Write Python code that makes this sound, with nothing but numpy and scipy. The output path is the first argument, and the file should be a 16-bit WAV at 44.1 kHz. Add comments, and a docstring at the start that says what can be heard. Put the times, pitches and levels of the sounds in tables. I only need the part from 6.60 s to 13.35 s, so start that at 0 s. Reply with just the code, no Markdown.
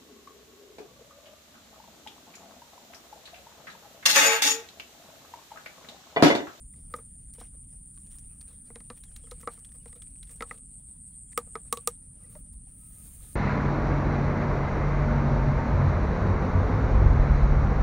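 """Net in a plastic bucket, cicadas around

Outdoors, close to the microphone, a fine-mesh net on a wooden handle is dipped and shaken in a plastic bucket.
The handle knocks on the rim as decaying modes and noise bursts; drops tick off the mesh as rising plinks and
spray; the wet cloth rustles and scuffs as grainy noise. Cicadas, shaped noise and tymbal clicks, buzz all around,
one close and throbbing, over the low noise of far traffic. A mono phone microphone with a treble resonance.
"""
import sys
import numpy as np
from scipy import signal
from scipy.fft import rfft, irfft, next_fast_len
from scipy.io import wavfile
from scipy.ndimage import uniform_filter1d, map_coordinates

SR = 44100
rng = np.random.default_rng(int(sys.argv[2]) if len(sys.argv) > 2 else 0)


def wav_record(signal):
    """Record a signal, one row per channel, as 16-bit PCM in the file named by sys.argv[1]."""
    frames = np.transpose(np.atleast_2d(signal))
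    bounded = np.clip(frames, -1, 1)
    # unit amplitude maps onto the largest positive 16-bit level
    quanta = np.round(bounded * 32767).astype(np.int16)
    wavfile.write(sys.argv[1], SR, quanta)


N = 297884

# Handle on the rim. Each row: start in seconds, wall thud in dB, bending mode 1 in dB, mode 2 in dB,
# share of mode 2 across the edge (0-1), mode 3 in dB, crack in dB.
RIM_KNOCKS = [(0.138, -107, -71, -63, 0.8, -48.5, -70), (0.339, -38, -28.5, -20, 1, -26, -42.5),
              (0.387, -58, -40, -40.5, .99, -48, -73), (0.782, -58, -42.5, -60, 0.5, -69, -68),
              (0.812, -48, -44, -70, .6, -68, -56), (2.102, -55.5, -42.5, -98, .85, -45, -68),
              (2.157, -48, -37, -66, .1, -40, -45.5), (2.204, -61, -59, -53, .98, -45, -57),
              (2.301, -41.5, -34, -33, 0.64, -37, -44.5), (2.639, -78, -46.5, -61, .75, -72, -64),
              (2.671, -78, -53, -53, 0.9, -49, -71), (2.717, -51.5, -33.5, -40, 0.97, -45, -57),
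              (2.83, -58, -45, -42, 0.6, -42, -68), (2.874, -31.5, -26.5, -20.5, 0.73, -34, -41),
              (2.976, -71, -54, -51, .8, -51, -71), (3.258, -54.5, -40.5, -51, 0.9, -46, -56.5),
              (3.328, -76, -52, -53, .98, -42.5, -57), (3.36, -92, -47, -62, .8, -75, -68),
              (3.807, -36.5, -33.5, -36, 0.95, -20.5, -43.5), (3.823, -41.5, -32, -21, 0.96, -27, -37.5),
              (3.911, -43.5, -40.5, -29, 1, -20, -60.5), (4.73, -83.5, -83, -67.5, 0.7, -42, -58),
              (4.776, -33, -18.5, -15, 0.93, -17.5, -28.5), (4.954, -38.5, -28, -22, 0.93, -28, -42.5),
              (5.126, -36, -23.5, -17, 0.6, -43, -27), (5.172, -53, -32.5, -32.5, 0.25, -56, -36),
              (5.274, -36, -20, -19, 1, -24, -26.5), (5.752, -53, -51, -64, 0.1, -73, -59)]
# Bending modes of the handle: 1, 2 flat, 2 across the edge, 3. Each row: frequency in Hz, t60 in seconds.
HANDLE_MODES = [(474, 0.059), (1140, 0.059), (1250, 0.036), (2020, 0.012)]
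# The bucket wall's own modes. Each row: frequency in Hz, t60 in seconds, level in dB.
WALL_MODES = [(236.4, 0.08, -0.8), (952, 0.026, -1)]
# Dull push of the plastic wall. Each row: frequency in Hz, level in dB.
THUD_SPECTRUM = [(200, -1.5), (350, -14.5), (800, -7), (1500, -14), (2500, -20)]
# Crack of the contact. Each row: frequency in Hz, level in dB.
CRACK_SPECTRUM = [(1200, -24.5), (1900, -3.5), (2700, 0), (3400, 0.5), (4100, 3), (4900, -2.5),
                  (5800, -8.5), (7400, -2), (11000, -30)]
# Treble of the crack, also the mist of a drop. Each row: frequency in Hz, level in dB.
SNAP_SPECTRUM = [(4300, -29), (5600, -1), (6500, -2), (8000, 1), (12000, -6.5), (16000, -1.5)]
WALL_DB, WALL_GROWS = -47.5, .4  # wall modes at a thud of -50 dB; dB per dB of thud
SNAP_DB, SNAP_GROWS, SNAP_LEAST_DB = -49.5, 2.33, -58  # snap at a crack of -40 dB; dB per dB of crack; softest
TICK_DB = 4  # first contact over the crack

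# Drops flicked off the mesh. Each row: start in seconds, level in dB, starting pitch in Hz, mist in dB.
MESH_DROPS = [(0.362, -58, 6540, -50.5), (0.7366, -54.5, 4450, -53.5), (0.8015, -47.5, 3900, -53),
              (0.867, -59, 3600, -70), (1.1401, -76, 6480, -70), (1.345, -64, 5000, -72),
              (1.359, -65, 4520, -72), (1.374, -54, 1520, -73), (1.4, -72, 6000, -69),
              (1.415, -73, 6000, -72), (1.4682, -60, 4410, -65), (1.585, -52.5, 5000, -55),
              (1.593, -63, 4050, -64), (1.811, -45, 4370, -54), (1.926, -71, 6000, -66),
              (2.376, -51.5, 2370, -65), (2.437, -45.5, 3800, -55), (2.5148, -56.5, 1530, -72),
              (2.5625, -40.5, 3850, -49), (2.7117, -38, 3900, -50.5), (2.811, -49, 6540, -53),
              (2.991, -56, 5370, -58), (3.048, -45.5, 3320, -57), (3.09, -59, 3260, -72),
              (3.119, -54.5, 1730, -62), (3.4204, -43.5, 3340, -55), (3.47, -57, 2330, -76),
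              (3.503, -67, 4000, -72), (3.558, -57, 2490, -70), (3.583, -63, 3000, -72),
              (3.6297, -42.5, 3880, -60), (3.6727, -55, 3450, -70), (3.6945, -50.5, 1970, -65),
              (3.7107, -56, 5770, -54), (3.761, -60, 5800, -59), (3.9092, -44.5, 2550, -73),
              (3.978, -55, 2960, -63), (4.4752, -72, 6000, -70), (4.72, -54, 2000, -63)]
# Spray of drops and strokes. Each row: frequency in Hz, level in dB.
SPRAY_SPECTRUM = [(800, -8), (1700, -2), (2800, -3), (4000, -3.5), (6500, -7), (10000, -3), (16000, -32)]
PLINK_DB, SPRAY_DB = -2, -8.5  # parts of a drop, relative to its level

# Wet net dragged over the rim. Each row: start in seconds, length in seconds, handle in dB, cloth in dB, fizz in dB.
RIM_SCUFFS = [(0.286, 0.065, -71, -74, -67.5), (0.338, 0.057, -61.5, -66.5, -67),
              (0.74, 0.032, -77, -66, -68), (0.775, 0.06, -72, -59.5, -66), (0.936, 0.026, -70.5, -78, -76),
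              (1.49, 0.086, -89, -69.5, -68), (1.852, .1, -76, -71, -71), (2.316, 0.017, -89, -68, -65),
              (2.355, 0.036, -84, -73, -64), (2.794, 0.031, -71, -63.5, -60.5),
              (2.89, 0.078, -89, -67.5, -69), (3.14, 0.026, -72.5, -69, -66.5),
              (3.27, 0.025, -82, -65.5, -67), (3.347, 0.03, -71, -69.5, -70),
              (3.69, 0.041, -68.5, -64.5, -59), (3.735, 0.013, -81, -74, -63),
              (3.856, 0.065, -71, -65.5, -69), (3.908, 0.061, -69, -67, -70), (4.863, 0.021, -65, -88, -83),
              (5.045, 0.029, -69.5, -85, -78), (5.2, 0.039, -78, -74, -69), (5.577, 0.12, -73.5, -75, -72),
              (5.669, 0.15, -76, -75.5, -63.5), (5.922, 0.023, -89, -73.5, -65.5)]
SCUFF_TAIL_S, SCUFF_DROPS_DB = .028, -5  # draining time after a stroke; droplets thrown, relative to the cloth

# Soft short tones from the water. Each row: start in seconds, length in seconds, frequency in Hz, level in dB.
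WATER_TONES = [(.742, 0.032, 3020, -70), (1.372, 0.016, 1120, -65), (2.143, .02, 2100, -66),
               (4.719, 0.02, 1770, -62), (5.526, 0.11, 592, -75), (5.632, 0.031, 1960, -66.5),
               (5.747, 0.036, 597, -47.5), (5.836, 0.065, 586, -72.5), (6.065, 0.018, 768, -66)]
TRICKLE_DB = -2.5  # smallest droplets, relative to the rustle's body

# Thin squeals that rise as the wet mesh drains.
# Each row: start in seconds, length in seconds, from Hz, to Hz, level in dB.
MESH_SQUEALS = [(6.13, .03, 13800, 15700, -77), (6.135, .035, 12400, 13700, -76),
                (6.135, .025, 11300, 12200, -77), (6.165, .095, 13750, 14050, -72),
                (6.255, .07, 14000, 15800, -64), (6.27, .08, 13300, 15500, -67),
                (6.3, .05, 12900, 14300, -68)]
# Faint wavering whistles, perhaps a far bird.
# Each row: start in seconds, length in seconds, from Hz, to Hz, level in dB.
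FAR_WHISTLES = [(2.402, 0.027, 3070, 3100, -77), (2.46, 0.034, 3360, 3150, -70),
                (2.537, 0.046, 3150, 3400, -78), (2.628, 0.032, 3280, 3290, -70),
                (2.648, 0.026, 3150, 2900, -72), (2.945, .04, 3120, 3100, -75),
                (3.026, 0.052, 3050, 2990, -75), (3.195, 0.039, 3000, 2780, -73),
                (4.505, 0.07, 3190, 3300, -83), (4.663, 0.043, 3250, 3260, -83)]
DRAIN_SQUEAL_DB = -13  # random squeals, relative to the fizz

# Wet mesh. Each row: time in seconds, body in dB, fizz in dB.
MESH_RUSTLE = [(0.0, -78, -76), (0.9, -77, -78), (1.35, -79.5, -75), (1.52, -76.5, -73), (2.29, -74, -75),
               (2.86, -70.5, -76), (3.14, -77.5, -73), (3.31, -77.5, -77.5), (3.83, -75, -73.5),
               (3.98, -90, -86.5), (4.12, -78, -78), (4.75, -79.5, -77.5), (4.94, -73, -75),
               (5.17, -73.5, -74), (5.34, -76, -77), (6.03, -80, -86), (6.13, -75.5, -70),
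               (6.45, -72, -55.5), (6.75, -67, -58)]
# Body of the rustle. Each row: frequency in Hz, level in dB.
CLOTH_SPECTRUM = [(250, 6), (450, 7), (1000, -3), (2000, -2), (4000, -5), (6500, -5.5), (9000, 1),
                  (12000, -43)]
# Fizz of water in the mesh. Each row: frequency in Hz, level in dB.
FIZZ_SPECTRUM = [(6000, -13), (9000, -2), (11500, -5), (13500, -8), (16000, -0.5)]
WASH_DB = -13.5  # a lower wash of water, relative to the fizz

# Near cicada's throbs. Each row: start in seconds, top level in dB; the last row ends the throbs.
NEAR_THROBS = [(2.46, -58), (2.6, -54), (2.7, -53.5), (2.845, -52.5), (2.97, -51.5), (3.105, -51),
               (3.235, -50.5), (3.38, -48.5), (3.51, -49), (3.655, -48.5), (3.8, -49), (3.935, -50.5),
               (4.085, -48.5), (4.219, -48), (4.364, -48.5), (4.52, -47), (4.665, -49), (4.825, -48.5),
               (4.98, -49), (5.11, -49.5), (5.245, -52), (5.375, -67.5)]
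# Shape of a throb. Each row: part of the throb (0-1), gain (0-1).
THROB_SHAPE = [(0, .04), (.07, .08), (.16, .55), (.55, .85), (.78, 1), (.88, .1), (1, .04)]
# Near cicada's tymbal. Each row: time in seconds, clicks a second.
NEAR_CLICK_RATE = [(3.2, 124.5), (5.3, 119)]
# Near cicada's voice. Each row: frequency in Hz, level in dB.
NEAR_SPECTRUM = [(7780, -30), (7900, -7), (8300, -1), (8700, 2), (9100, -8), (10000, -36)]
# A narrow shrill singer. Each row: time in seconds, level in dB.
SHRILL_LEVEL = [(0, -61), (.4, -54.5), (1.5, -54.5), (2.4, -58.5), (2.8, -66.5), (5.3, -64), (5.6, -61.5)]
# Shrill singer's voice. Each row: frequency in Hz, level in dB.
SHRILL_SPECTRUM = [(8500, -24), (8900, -3), (9080, 0), (9300, -5), (9700, -24)]
# A lower singer. Each row: time in seconds, level in dB.
LOW_LEVEL = [(0, -71), (.2, -76), (.55, -72), (.9, -79), (1.2, -78), (1.9, -77.5), (2.5, -79), (4.2, -75.5),
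             (4.6, -71.5), (5.2, -77.5), (6.75, -81)]
# Lower singer's voice. Each row: frequency in Hz, level in dB.
LOW_SPECTRUM = [(6300, -30), (6800, -8.5), (7050, -3), (7400, 0.5), (8000, -10.5)]
# Far cicada chorus. Each row: time in seconds, level in dB.
CHORUS_LEVEL = [(0.0, -52), (0.49, -53.5), (1.56, -51), (1.73, -51.5), (2.76, -53), (4.63, -52.5),
                (5.92, -52.5), (6.75, -53)]
# Voice of the chorus. Each row: frequency in Hz, level in dB.
CHORUS_SPECTRUM = [(7300, -39), (7700, -21), (8240, -7.5), (8900, 3), (9500, -3.5), (10000, -7.5),
                   (10700, -22), (11500, -43.5)]
SHRILL_CLICKS, SHRILL_THROBS, SHRILL_START_S = 121, 7.05, 1.2  # a second, a second, start of one throb
CLEAN_DB = 2  # steady tymbal clicks over their noisy part

# Far traffic. Each row: frequency in Hz, level in dB.
TRAFFIC_SPECTRUM = [(12, -33.5), (20, -6.5), (48, -0.5), (81, -10), (174, -12), (220, -17), (254, -19.5),
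                    (293, -22.5), (312, -30), (390, -38), (422, -49), (450, -37), (580, -83), (990, -120)]
# A faint thin tone. Each row: time in seconds, frequency in Hz, level in dB.
THIN_TONE = [(5.3, 1335, -91), (6.1, 1300, -93), (6.16, 1290, -77.5), (6.39, 1275, -76), (6.45, 1270, -85),
             (6.7, 1260, -75), (6.76, 1250, -105)]
DEEP_DB, UPPER_DB, SPLIT_HZ = -52, -58.5, 92.4  # traffic below and above the split

# Microphone port resonance: frequency in Hz, width in Hz, level in dB.
MIC_PORT = (8900, 1100, 10)
TOP_HZ = 15900  # near the middle of the microphone's final treble slope


def amp(db):
    """Decibels to linear gain."""
    return 10 ** (np.asarray(db) / 20)


def unit(x):
    """Scale a sound to an rms of 1."""
    return x / np.sqrt(np.mean(x ** 2) + 1e-20)


def along(points, hz):
    """Read (Hz, dB) points on a log axis, falling away outside."""
    f, db = np.transpose(points)
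    return np.interp(np.log(hz + 1), np.log(f + 1), db, left=-120, right=-120)


def curves(rows):
    """One value per sample for each column after the time."""
    s, *columns = np.transpose(rows)
    return [np.interp(np.arange(N) / SR, s, column) for column in columns]


def wobble(rate):
    """A smooth random curve, rate knots a second."""
    knots = rng.standard_normal(int(N * rate / SR) + 4)
    return map_coordinates(knots, [np.arange(N) * rate / SR])


def filtered(x, response):
    """Multiply the spectrum of x by a response of frequency."""
    m = next_fast_len(N + SR // 2)
    return irfft(rfft(x, m) * response(np.fft.rfftfreq(m, 1 / SR)), m)[..., :N]


def noise(spectrum, grain_db=0., patchy_db=0.):
    """Coloured noise of rms 1; grain_db makes it crackle, patchy_db gives it patches of random gain."""
    crackle = rng.standard_normal(N) * amp(grain_db * wobble(900))
    z = signal.stft(crackle, nperseg=256)[2]
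    over_pitch = uniform_filter1d(rng.standard_normal(z.shape), 4, 0)
    patches = unit(uniform_filter1d(over_pitch, 16, 1))
    grains = signal.istft(z * amp(patchy_db * patches), nperseg=256)[1][:N]
    return unit(filtered(grains, lambda hz: amp(along(spectrum, hz))))


def add(track, s, sound):
    """Mix a short sound in at time s."""
    part = track[round(s * SR):][:len(sound)]
    part += sound[:len(part)]


def puffs(times, levels_db, attack, t60, tail_db, tail_t60):
    """Envelope of noise bursts: a quick decay and a weak tail off the bucket walls; times in seconds."""
    t, env = np.arange(SR // 6) / SR, np.zeros(N)
    decay = amp(-60 * t / t60) + amp(tail_db - 60 * t / tail_t60)
    shape = decay * (1 - np.exp(-t / attack))
    for s, db in zip(times, levels_db):
        add(env, s, amp(db) * shape)
    return env


def port(x):
    """Close sharp sounds excite the resonance of the microphone port."""
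    c, w, db = MIC_PORT
    return filtered(x, lambda f: 1 + amp(db) * 1j * f * w / (c * c - f * f + 1j * f * w))


def knocks():
    """The handle rings in its bending modes; wall and contact add a boom, a thud and a crack."""
    rows, t, ringing = np.array(RIM_KNOCKS), np.arange(SR // 6) / SR, np.zeros(N)
    rises = [0.0035, 0.0027, 0.0019, .0012, 0.0017, 0.0014]  # s, one per mode
    # handle and wall modes vary a little at random from knock to knock
    detune = 1 + 0.019 * rng.standard_normal((len(rows), 6))
    for (s, thud_db, first_db, second_db, edge, third_db, _), shift in zip(rows, detune):
        shares = np.clip([1 - edge, edge], 1e-3, 1)
        flat_db, edge_db = second_db + 10 * np.log10(shares)
        wall_db = WALL_DB + WALL_GROWS * (thud_db + 50)
        levels = [first_db, flat_db, edge_db, third_db] + [wall_db + db for *_, db in WALL_MODES]
        for (hz, t60, *_), db, k, rise in zip(HANDLE_MODES + WALL_MODES, levels, shift, rises):
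            decay = amp(db - 60 * t / t60) * (1 - np.exp(-t / rise))
            add(ringing, s, decay * np.sin(2 * np.pi * hz * k * t))
    times, thud_db, crack_db = rows[:, 0], rows[:, 1], rows[:, 6]
    snap_db = np.maximum(SNAP_DB + SNAP_GROWS * (crack_db + 40), SNAP_LEAST_DB)
    thud = noise(THUD_SPECTRUM) * puffs(times, thud_db, 0.00097, 0.045, -15.0, 0.15)
    crack = noise(CRACK_SPECTRUM) * puffs(times, crack_db, 0.00038, 0.017, -23, 0.11)
    snap = noise(SNAP_SPECTRUM) * puffs(times, snap_db, 0.00016, 0.008, -20.5, 0.081)
    tick = noise(SPRAY_SPECTRUM) * puffs(times, crack_db + TICK_DB, .00005, 0.0023, -60, 0.012)
    return ringing + thud + crack + tick + port(snap)


def drops():
    """Each drop is a short damped plink in a puff of spray."""
    rows, t, plinks = np.array(MESH_DROPS), np.arange(SR // 30) / SR, np.zeros(N)
    fade = amp(-60 * t / .012)
    for s, db, hz, _ in rows:
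        rising = np.sin(2 * np.pi * hz * t * (1 + 8 * t))  # a bubble rises in pitch
        add(plinks, s, amp(db + PLINK_DB) * fade * rising)
    times, level_db, mist_db = rows[:, 0], rows[:, 1], rows[:, 3]
    spray = noise(SPRAY_SPECTRUM) * puffs(times, level_db + SPRAY_DB, 0.00058, 0.022, -12.5, 0.14)
    mist = noise(SNAP_SPECTRUM) * puffs(times, mist_db, 0.00017, 0.038, -30.0, 0.086)
    return plinks + spray + port(mist)


def strokes():
    """Gains of handle, cloth and fizz: each stroke swells, then drains away."""
    gains = np.zeros((3, N))
    for s, length, *levels_db in RIM_SCUFFS:
        stroke = signal.windows.tukey(round(length * SR), .7)
        for gain, db in zip(gains, levels_db):
            add(gain, s, amp(db) * stroke)
    keep = np.exp(-1 / (SCUFF_TAIL_S * SR))
    return [np.maximum(g, signal.lfilter([1 - keep], [1, -keep], g)) for g in gains]


def handle_response(f):
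    """Sum of the handle's resonances, each narrower the longer it rings."""
    total = 0
    for (hz, t60), gain in zip(HANDLE_MODES, amp([4, -10.0, -1.5, -5.5])):
        total = total + 1j * f * 300 / (hz * hz - f * f + 1j * f * 4.5 / t60) * gain
    return total


def scuffs():
    """Ragged rubbing drives the handle's modes, the cloth and a fizz of water."""
    handle, cloth, fizz = strokes()
    ragged = amp(0.88 * wobble(110) + 2.2 * wobble(60))
    wood = filtered(handle * ragged * noise(THUD_SPECTRUM), handle_response)
    rubbed_cloth = cloth * noise(SPRAY_SPECTRUM, patchy_db=3.5)
    water = fizz * noise(FIZZ_SPECTRUM, grain_db=5.0)
    return wood + ragged * (rubbed_cloth + water)


def bubbles():
    """Soft tones that swell and fade, and tiny random droplets that follow the rustle and the strokes."""
    water = np.zeros(N)
    for s, length, hz, db in WATER_TONES:
        t = np.arange(round(length * SR)) / SR
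        add(water, s, amp(db) * np.hanning(len(t)) * np.sin(2 * np.pi * hz * t))
    t = np.arange(SR // 40) / SR
    level = amp(curves(MESH_RUSTLE)[0] + TRICKLE_DB) + amp(SCUFF_DROPS_DB) * strokes()[1]
    when, pitch, size, life = rng.random((round(400 * N / SR), 4)).T  # 400 droplets a second
    pitches_hz = 500 * 11 ** pitch ** 1.2
    sizes_db = -3 * np.log(size + 0.033)  # few are loud
    for s, hz, db, cycles in zip(when * N / SR, pitches_hz, sizes_db, 0.7 + 7 * life ** 2):
        fade = np.exp(-t * hz / cycles) * (1 - np.exp(-t * hz / 1.1))
        rising = np.sin(2 * np.pi * hz * t * (1 + 6 * t))
        add(water, s, level[int(s * SR)] * amp(db) * fade * rising)
    return water


def glides():
    """Thin sliding whistles and squeals that waver and break up; random squeals, most falling, follow the fizz."""
    air, fizz_db = np.zeros(N), curves(MESH_RUSTLE)[1]
    waver_hz, breaks = 45 * wobble(120), amp(2 * wobble(110))
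    when, pitch, slide, life = rng.random((round(70 * N / SR), 4)).T  # 70 squeals a second
    start_hz = 10500 + 5000 * pitch
    end_hz = start_hz + 250 - 900 * slide
    drain_db = fizz_db[(when * N).astype(int)] + DRAIN_SQUEAL_DB
    drains = zip(when * N / SR, 0.019 + .03 * life, start_hz, end_hz, drain_db)
    for s, length, from_hz, to_hz, db in MESH_SQUEALS + FAR_WHISTLES + list(drains):
        glide_hz = np.linspace(from_hz, to_hz, round(length * SR))
        phase = 2 * np.pi * np.cumsum(glide_hz) / SR + rng.random() * 2 * np.pi
        add(air, s, amp(db) * signal.windows.tukey(len(glide_hz), .6) * np.sin(phase))
    shift = np.exp(2j * np.pi * np.cumsum(waver_hz) / SR)  # moves every tone by the same tens of Hz
    return breaks * np.real(signal.hilbert(air, next_fast_len(N))[:N] * shift)


def rustle():
    """Wet mesh drags and drains: grainy noise that flutters."""
    body_db, fizz_db = curves(MESH_RUSTLE)
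    flutter = wobble(25)
    body_gain = amp(body_db + 2.7 * flutter + 0.98 * wobble(40))
    fizz_gain = amp(fizz_db + 0.67 * flutter + 0.69 * wobble(40))
    body = noise(CLOTH_SPECTRUM, grain_db=1.5, patchy_db=3.0)
    wash = amp(WASH_DB) * noise(SPRAY_SPECTRUM, grain_db=0.5)
    return body_gain * body + fizz_gain * (noise(FIZZ_SPECTRUM, grain_db=2.0) + wash)


def tymbal(rate, spectrum, depth, sharp):
    """Clicks at a nearly steady rate: lines from their repeat, plus noise that peaks once per click."""
    jitter = 1 + .002 * wobble(12) + .0025 * wobble(120)
    phase = 2 * np.pi * np.cumsum(rate * jitter) / SR
    lines = sum(np.cos(k * phase + .06 * k * k) for k in range(60, 82))  # harmonics of the click rate
    clicks = unit(filtered(lines, lambda hz: amp(along(spectrum, hz))))
    depth = np.clip(depth, 0, 1)
    gate = unit(1 - depth + depth * ((1 + np.cos(phase)) / 2) ** sharp)
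    return unit(amp(CLEAN_DB + 1.3 * wobble(83)) * clicks + gate * noise(spectrum))


def cicadas():
    """A blurred chorus, a shrill and a lower singer, and a near one whose throbs swell slowly and stop short."""
    t, throb = np.arange(N) / SR, np.transpose(THROB_SHAPE)
    far = amp(curves(CHORUS_LEVEL)[0] + 0.54 * wobble(17)) * noise(CHORUS_SPECTRUM)
    swell = .35 + np.interp((t - SHRILL_START_S) * SHRILL_THROBS % 1, *throb)
    shrill_voice = tymbal(SHRILL_CLICKS, SHRILL_SPECTRUM, 0.35, sharp=2.0)
    shrill = amp(curves(SHRILL_LEVEL)[0]) * swell * shrill_voice
    low = amp(curves(LOW_LEVEL)[0] + 4.1 * wobble(3.3)) * noise(LOW_SPECTRUM, patchy_db=3.5)
    starts, top_db = np.transpose(NEAR_THROBS)
    place = np.interp(t, starts, np.arange(len(starts)))  # number of the throb plus the part passed
    level = amp(top_db[place.astype(int)] + 0.36 * wobble(11)) * np.interp(place % 1, *throb)
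    near = level * tymbal(curves(NEAR_CLICK_RATE)[0], NEAR_SPECTRUM, 0.69, sharp=2.2)
    return far + shrill + low + near


def background():
    """Distant traffic rumble, two bands of noise that waver apart, and a faint wavering tone."""
    road = noise(TRAFFIC_SPECTRUM)
    deep = filtered(road, lambda f: 1 / (1 + (f / SPLIT_HZ) ** 6))
    deep_gain = amp(DEEP_DB + 1.5 * wobble(7.7) + 0.96 * wobble(1.5))
    upper_gain = amp(UPPER_DB + 0.64 * wobble(7))
    rumble = deep_gain * unit(deep) + upper_gain * unit(road - deep)
    hz, db = curves([(5, 1340, -120)] + THIN_TONE)  # near silent up to 5 s
    phase = 2 * np.pi * np.cumsum(hz + 8 * wobble(30)) / SR
    return rumble + amp(db + 3.3 * wobble(23)) * np.sin(phase)


def scene():
    """Everything at the microphone, the same in both channels."""
    bucket = knocks() + drops() + scuffs() + bubbles() + glides() + rustle()
    mono = bucket + cicadas() + background()
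    return np.array([mono, mono])


def record(dry):
    """The phone keeps nothing above its band limit, 100 Hz over TOP_HZ."""
    return filtered(dry, lambda hz: np.clip((TOP_HZ + 100 - hz) / 300, 0, 1) ** 2)


dry = scene()
out = record(dry)
wav_record(out)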